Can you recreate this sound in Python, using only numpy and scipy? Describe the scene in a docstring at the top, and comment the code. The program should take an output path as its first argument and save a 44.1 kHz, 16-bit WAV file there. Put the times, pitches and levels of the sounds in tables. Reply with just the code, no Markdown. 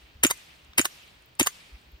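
"""Three shots from a gas airsoft pistol on a damp forest road, left of a two-port microphone.
A hiss from the trees is already dying away at the start, over light wind, soft gusts and faint ticks.
Each shot: a short noise rise, valve crack and gas hiss from noise and struck modes, then low sine gas pops;
the slide rings at its rear stop and slams home, and the pellet smacks a padded dummy on the right.
From each hammer fall, a slow noise hiss swells out of the trees; a faint trigger creep precedes shot two."""
import sys
import numpy as np
from scipy import signal
from scipy.fft import rfft, irfft, next_fast_len
from scipy.io import wavfile
from scipy.ndimage import uniform_filter1d

SR = 44100
rng = np.random.default_rng(int(sys.argv[2]) if len(sys.argv) > 2 else 0)


def transcribe(u):
    """Save the signal u as a 16-bit wav file named by the first command-line argument.

    u: samples, shape (n,) or (channels, n), limited to [-1, 1]; the rate is SR.
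    q: integer samples, one column per channel.
    """
    v = np.clip(np.atleast_2d(u).T, -1, 1)
    q = np.round(v * 32767).astype(np.int16)
    wavfile.write(sys.argv[1], SR, q)


N = 88200
T = np.arange(SR // 8) / SR  # time axis of every short sound, s

# Hammer falls. Each row: start in seconds, base level in dB, base gas pop level in dB.
SHOTS = [(.2355, -8, -15), (.7809, -9, -18), (1.3970, -10.5, -16.5)]
# Contacts and puffs in the action. Each row: delay after the hammer in seconds, level against the shot
# in dB, noise t60 in seconds, centre of the noise emphasis in Hz, ring against the strike in dB.
STRIKES = [(0, 8, 0.0059, 13400, -20.5), (.0017, 5.5, .006, 9000, -5.5), (.0048, -8, 0.0065, 2970, -10),
           (.008, -9.5, .01, 9000, -15.5), (0.0135, 11, 0.0026, 2211, -20),
           (0.03, -14, 0.0087, 9000, -23.5)]
# Ringing metal of the action. Each row: mode in Hz, level in dB, t60 in seconds.
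ACTION_MODES = [(520, -14.5, 0.019), (967, -11.5, 0.029), (2050, -6, 0.029), (3814, -15, 0.032),
                (6400, -10, 0.06), (9100, -12, 0.014), (9140, -0.5, 0.013), (13240, -19.5, .011)]
# Colour of the valve crack and gas hiss. Each row: frequency in Hz, relative density in dB.
CRACK_COLOUR = [(240, -52), (400, -25), (2420, -4.5), (2700, 0), (3800, -16), (7400, -13), (9200, -7.5),
                (11400, -19.5), (14200, -15.5), (16300, -34.5)]
# Gas leaving the barrel. Each row: delay after the hammer in seconds, level against the shot's gas in dB,
# pitch in Hz, hold in seconds.
POPS = [(.0064, -7, 320, .0034), (.0143, 0, 298, .0072)]
# Slide at its rear stop. Each row: start in seconds, level in dB, wait for the rebound in seconds.
REAR_STOPS = [(.2670, -11.5, .0075), (.8141, -15.5, .0095), (1.4294, -16, .007)]
# Ringing slide. Each row: mode in Hz, level in dB, t60 in seconds.
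SLIDE_MODES = [(2920, -19, .012), (5900, -17, .012), (6900, -9, .024), (7050, 0, .019), (8030, -14, .012),
               (9210, -11, .01), (13500, -10, .006)]
# Slide slamming shut. Each row: start in seconds, base level in dB.
SLAMS = [(.3065, -15), (.8515, -20), (1.4674, -17)]
# Parts rattling around the slam. Each row: delay after it in seconds, level against it in dB,
# noise t60 in seconds.
RATTLE = [(-.0055, -1, .012), (-.003, -6.5, .01), (0, 5.5, .008), (.0015, -8.5, 0.0092), (.004, 11, .01),
          (.008, -3, .012), (.011, -6, .012)]
# Colour of metal shutting. Each row: frequency in Hz, relative density in dB.
SHUT_COLOUR = [(240, -54), (400, -22), (1110, -4), (4300, -13), (8780, -9.5), (11800, -11), (12700, -13.5),
               (14600, -10), (16300, -20)]
# Trigger taking up its slack. Each row: start in seconds, level in dB.
CREEP = [(.7335, -43)]
# Pellet on the dummy. 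Each row: start in seconds, base level in dB, body thud against it in dB.
HITS = [(0.3111, -20.5, -17.5), (0.8541, -7.5, -20.5), (1.4709, -9, -32)]
# Padded vest. Each row: mode in Hz, relative level in dB, t60 in seconds.
VEST_MODES = [(780, -10, .012), (1120, 3, .02), (1750, -3, .012), (2400, -6, .008), (2950, -5, .01),
              (5500, -10, .004)]
# Colour of the tree echoes. Each row: frequency in Hz, relative density in dB.
TREES_COLOUR = [(180, -41.5), (300, -15), (1520, -11.5), (2470, -4), (9090, -13), (10600, -15),
                (11500, -35), (12500, -7.5), (14800, -16.5), (16300, -35.5)]
# Swell of the tree echoes. Each row: frequency in Hz, rise time in seconds.
TREES_RISE = [(3000, 0.1179), (9000, .05)]
# Decay of the tree echoes. Each row: frequency in Hz, t60 in seconds.
TREES_T60 = [(300, 2), (3000, 1.84), (6000, 0.98), (9000, 1.1), (16000, 0.56)]
# Faint ticks. Each row: start in seconds, base level in dB, pitch in Hz.
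TICKS = [(0.374, -44, 8900), (.505, -72, 14000), (.565, -71, 14000), (0.6481, -54.5, 7550),
         (1.0237, -56.5, 14400), (1.0771, -56.5, 14000), (1.2227, -52.5, 9000), (1.2591, -49, 13800),
         (1.3529, -51, 8450), (1.815, -57, 9000), (1.9186, -51.5, 14200)]
# Colour of the forest air. Each row: frequency in Hz, relative density in dB.
AIR_COLOUR = [(59, -37.5), (100, -6.5), (202, -11.5), (426, -14.5), (516, -17), (626, -15.5), (4350, -22),
              (11600, -45.5), (15000, -24.5), (16300, -36.5)]
# Colour of the low wind. Each row: frequency in Hz, relative density in dB.
RUMBLE_COLOUR = [(15, -42.5), (25, -6.5), (43, -16), (65, -2.5), (200, -36.5), (260, -53.5), (440, -120)]
# Soft thuds of wind on the microphone. Each row: centre in seconds, level in dB, pitch in Hz,
# half width in seconds.
GUSTS = [(.05, -52, 55, 0.026), (.16, -43, 65, 0.0072), (.21, -47.5, 65, 0.033), (.35, -58.5, 55, .03),
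         (.5, -60, 70, 0.024), (.65, -53, 65, .015), (.7, -48.5, 60, 0.013), (1.05, -66, 55, 0.017),
         (1.18, -61, 55, .05), (1.299, -62.5, 130, 0.032), (1.745, -38.5, 55, 0.018),
         (1.884, -51.5, 60, .018), (1.945, -41.5, 55, 0.015)]
# Likeness of diffuse sound at the ports. Each row: frequency in Hz, left-right correlation (-1 to 1).
ALIKE = [(60, 0.64), (180, 1), (550, 0.093), (1650, -0.18), (4970, 0.39), (15000, -0.11)]
# Balance of the ports. Each row: frequency in Hz, left minus right in dB.
PORT_BALANCE = [(400, 0), (1300, -3.5), (2400, -1), (4400, 1), (8000, 0)]
# Colour of scatter from ground and bushes. Each row: frequency in Hz, relative level in dB.
SCATTER_COLOUR = [(400, -30), (1500, 0), (16000, -3)]

LEAD_S, LEAD_DB = .002, -6.5  # short noise rise leading into each shot: rise time, level against the shot
GAS_DB, GAS_T60 = -7, 0.11  # gas hiss against the shot, s
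STRIKE_OCTAVES = 1.05  # width of the noise emphasis in a strike
POP_ATTACK_S, POP_T60, POP_OCTAVE_DB = .0005, .009, -16
PUSH_DB, PUSH_HZ = -23.5, 88  # low push under the pops
RUN_S, RUN_DB = .007, -13.5  # slide scrape: rise time, level against the slam
REBOUND_DB, STOP_CRACK_DB = -14, -10  # against the rear stop
SMACK_FROM_HZ = 500  # the smack carries little below this
BODY_HZ, BODY_T60 = 359.7, .025
TREES_DB, PATCHY_DB = -43.5, 1.6  # base level, rms of the uneven patches
TICK_T60, TICK_WIDTH = 0.01, .25  # s, width in natural-log frequency
AIR_DB, WIND_DB = -60.5, -68
GUN_LAG_S, STOP_LAG_S, DUMMY_LAG_S = 0.0002238, .000142, -0.00022  # right port after left
LAG_FROM_HZ = 800  # the lag shrinks below this
NEAR_DB, NEAR_T60 = -9, .006  # near scatter
BUSH_DB, BUSH_T60 = -14.5, 0.083  # longer scatter
NOTCH_HZ, NOTCH_WIDTH_HZ, NOTCH_DB = 11600, 450, -10
TOP_HZ = 16100  # middle of the band edge


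def pistol():
    """Hammer and valve strike metal, gas hisses and pops, and the slide runs home."""
    out = np.zeros(N)
    for s, db, gas_db in SHOTS:
        add(out, s - 3 * LEAD_S, amp(db + LEAD_DB) * rising_noise(CRACK_COLOUR, LEAD_S))
        add(out, s, amp(db + GAS_DB) * burst(CRACK_COLOUR, GAS_T60))
        push = fade(0.14, .004) * np.sin(2 * np.pi * PUSH_HZ * T)
        add(out, s + POPS[0][0], amp(gas_db + PUSH_DB) * push)
        for late, strike_db, t60, peak_hz, ring_db in STRIKES:
            crack = 0.61 * burst(CRACK_COLOUR, t60, peak_hz, STRIKE_OCTAVES)
            strike = crack + amp(ring_db) * ring(ACTION_MODES)
            add(out, s + late, amp(db + strike_db) * strike)
        for late, pop_db, hz, held_s in POPS:
            add(out, s + late, amp(gas_db + pop_db) * pop(hz, held_s))
    for s, db in CREEP:
        add(out, s, amp(db) * burst(SHUT_COLOUR, .02, 2500, 1))
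    for s, db in SLAMS:
        # The slide scrapes as it runs home.
        add(out, s - 3 * RUN_S, amp(db + RUN_DB) * rising_noise(SHUT_COLOUR, RUN_S))
        for late, part_db, t60 in RATTLE:
            part = 0.47 * burst(SHUT_COLOUR, t60) + amp(-13) * ring(ACTION_MODES)
            add(out, s + late, amp(db + part_db) * part)
    return out


def pop(hz, held_s):
    """The gas column swings at full strength while gas flows, then dies quickly."""
    shape = (1 - np.exp(-T / POP_ATTACK_S)) * amp(-60 * np.maximum(T - held_s, 0) / POP_T60)
    octave = amp(POP_OCTAVE_DB) * np.sin(4 * np.pi * hz * T)
    return -shape * (np.sin(2 * np.pi * hz * T) + octave)


def rising_noise(spectrum, rise_s):
    """Coloured noise that grows for three rise times, then breaks off."""
    noise = unit(filtered(rng.standard_normal(len(T)), lambda hz: amp(along(spectrum, hz))))
    return noise * np.exp(T / rise_s - 3) * (T < 3 * rise_s)


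def rear_stop():
    """The slide rings briefly where its travel ends, then rings again, softer, on the rebound."""
    out = np.zeros(N)
    for s, db, rebound_s in REAR_STOPS:
        crack = amp(STOP_CRACK_DB) * burst(SHUT_COLOUR, .014)
        add(out, s, amp(db) * (ring(SLIDE_MODES, scatter_db=1) + crack))
        add(out, s + rebound_s, amp(db + REBOUND_DB) * ring(SLIDE_MODES, scatter_db=1))
    return out


def pellet():
    """A short smack excites the padded vest, with the hollow body sounding under it."""
    smack, body = np.zeros(N), np.zeros(N)
    for s, db, body_db in HITS:
        contact = 0.43 * ring(VEST_MODES, scatter_db=5.5) + 0.6 * burst(SHUT_COLOUR, 0.0082)
        add(smack, s, amp(db) * contact)
        thud = fade(BODY_T60, 0.0013) * np.sin(2 * np.pi * BODY_HZ * T)
        add(body, s, amp(db + body_db) * thud)
    # Three gentle high-pass stages thin the smack.
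    return filtered(smack, lambda hz: (1j * hz / (SMACK_FROM_HZ + 1j * hz)) ** 3) + body


def trees():
    """Echoes from ever more trunks swell after each shot, the treble generally dying sooner."""
    out = np.zeros((2, N))
    # The first swell begins before the scene, so only its later part is heard.
    for s in [-.35] + [shot[0] for shot in SHOTS]:
        hz, t, bands = signal.stft(rush(TREES_COLOUR, count=2 * SR), SR, nperseg=256)
        rise = 1 - np.exp(-(t / along(TREES_RISE, hz)[:, None]) ** 2)
        swell = rise * amp(-60 * t / along(TREES_T60, hz)[:, None])
        # Smoothing over frequency and time makes patches in the hiss.
        patches = uniform_filter1d(rng.standard_normal(bands.shape[1:]), size=8, axis=0)
        patches = unit(uniform_filter1d(patches, size=8, axis=1))
        tail = signal.istft(bands * amp(PATCHY_DB * patches) * swell, SR, nperseg=256)[1]
        add(out, max(s, 0), amp(TREES_DB) * tail[:, round(max(-s, 0) * SR):])
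    return out


def ticks():
    """Tiny clicks of narrow noise, each with its own pitch and independent at the two ports."""
    out = np.zeros((2, N))
    for s, db, hz in TICKS:
        band = lambda f: np.exp(-(np.log((f + 1) / hz) / TICK_WIDTH) ** 2)
        click = filtered(rng.standard_normal((2, len(T))), band)
        add(out, s, amp(db + 2) * unit(click) * fade(TICK_T60))
    return out


def air():
    """Quiet forest hiss and low wind as diffuse noise, with gusts as sine thuds on both ports."""
    t = np.arange(N) / SR
    gusts = np.zeros(N)
    for s, db, hz, half_s in GUSTS:
        swell = np.exp(-((t - s) / half_s) ** 2)
        gusts += amp(db) * swell * np.sin(2 * np.pi * (hz * t + rng.random()))
    hiss = amp(AIR_DB) * rush(AIR_COLOUR, count=N)
    return hiss + amp(WIND_DB) * rush(RUMBLE_COLOUR, count=N) + gusts


def ports(x, lag_s):
    """Two ports hear a source at different times; ground and nearby bushes add short scatters."""
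    def turn(hz):
        lag = lag_s * hz ** 2 / (hz ** 2 + LAG_FROM_HZ ** 2)
        return amp(along(PORT_BALANCE, hz) / 2) * np.exp(1j * np.pi * hz * lag)

    direct = filtered(x, lambda hz: np.array([turn(hz), 1 / turn(hz)]))
    scatter = np.zeros((2, len(T)))
    for db, t60 in ((NEAR_DB, NEAR_T60), (BUSH_DB, BUSH_T60)):
        tail = rush(SCATTER_COLOUR, count=len(T)) * fade(t60, 0.003)
        scatter += amp(db) * tail / np.linalg.norm(tail[0])
    return direct + signal.fftconvolve(x[None], scatter, axes=1)[:, :N]


def burst(spectrum, t60, peak_hz=6000, octaves=9):
    """A decaying spit of coloured noise, emphasised around one frequency."""
    def colour(hz):
        return amp(along(spectrum, hz)) * np.exp(-(np.log2((hz + 1) / peak_hz) / octaves) ** 2)

    return unit(filtered(rng.standard_normal(len(T)), colour)) * fade(t60)


def ring(modes, scatter_db=3.0):
    """Decaying sine modes, with fresh levels and phases at every strike."""
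    out = np.zeros(len(T))
    for hz, db, t60 in modes:
        level = amp(db + rng.normal(0, scatter_db))
        out += level * fade(t60) * np.sin(2 * np.pi * (hz * T + rng.random()))
    return out


def rush(spectrum, count):
    """Diffuse stereo noise of rms 1: the mid-side balance sets the likeness of the ports."""
    def mid_side(hz):
        turn = np.arccos(np.clip(along(ALIKE, hz), -1, 1)) / 2
        return amp(along(spectrum, hz)) * [np.cos(turn), np.sin(turn)]

    mid, side = filtered(rng.standard_normal((2, count)), mid_side)
    return unit(np.array([mid + side, mid - side]))


def fade(t60, attack_s=0.00014):
    """Quick rise, then exponential decay."""
    return (1 - np.exp(-T / attack_s)) * amp(-60 * T / t60)


def amp(db):
    """Decibels to amplitude."""
    return 10 ** (np.asarray(db) / 20)


def unit(x):
    """Scale to rms 1."""
    return x / np.sqrt(np.mean(x ** 2) + 1e-20)


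def along(points, hz):
    """Read (Hz, value) points along a log frequency axis."""
    f, v = np.transpose(points)
    return np.interp(np.log(hz + 1), np.log(f + 1), v)


def filtered(x, response):
    """Shape x by a complex response of frequency."""
    m = next_fast_len(x.shape[-1] + 8192)
    shaped = rfft(x, m) * response(np.fft.rfftfreq(m, 1 / SR))
    return irfft(shaped, m)[..., :x.shape[-1]]


def add(track, s, sound):
    """Mix a sound in at a time in seconds, cut at the end of the track."""
    part = track[..., round(s * SR):][..., :sound.shape[-1]]
    part += sound[..., :part.shape[-1]]


def scene():
    """Everything at the two ports."""
    gun = ports(pistol(), GUN_LAG_S) + ports(rear_stop(), STOP_LAG_S)
    return gun + ports(pellet(), DUMMY_LAG_S) + trees() + ticks() + air()


def record(dry):
    """A narrow dip in the treble near 11.6 kHz; nothing passes above the band edge."""
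    notched = filtered(dry, lambda hz: amp(NOTCH_DB * np.exp(-((hz - NOTCH_HZ) / NOTCH_WIDTH_HZ) ** 2)))
    return filtered(notched, lambda hz: np.clip((TOP_HZ + 350 - hz) / 700, 0, 1) ** 2)


dry = scene()
out = record(dry)
transcribe(out)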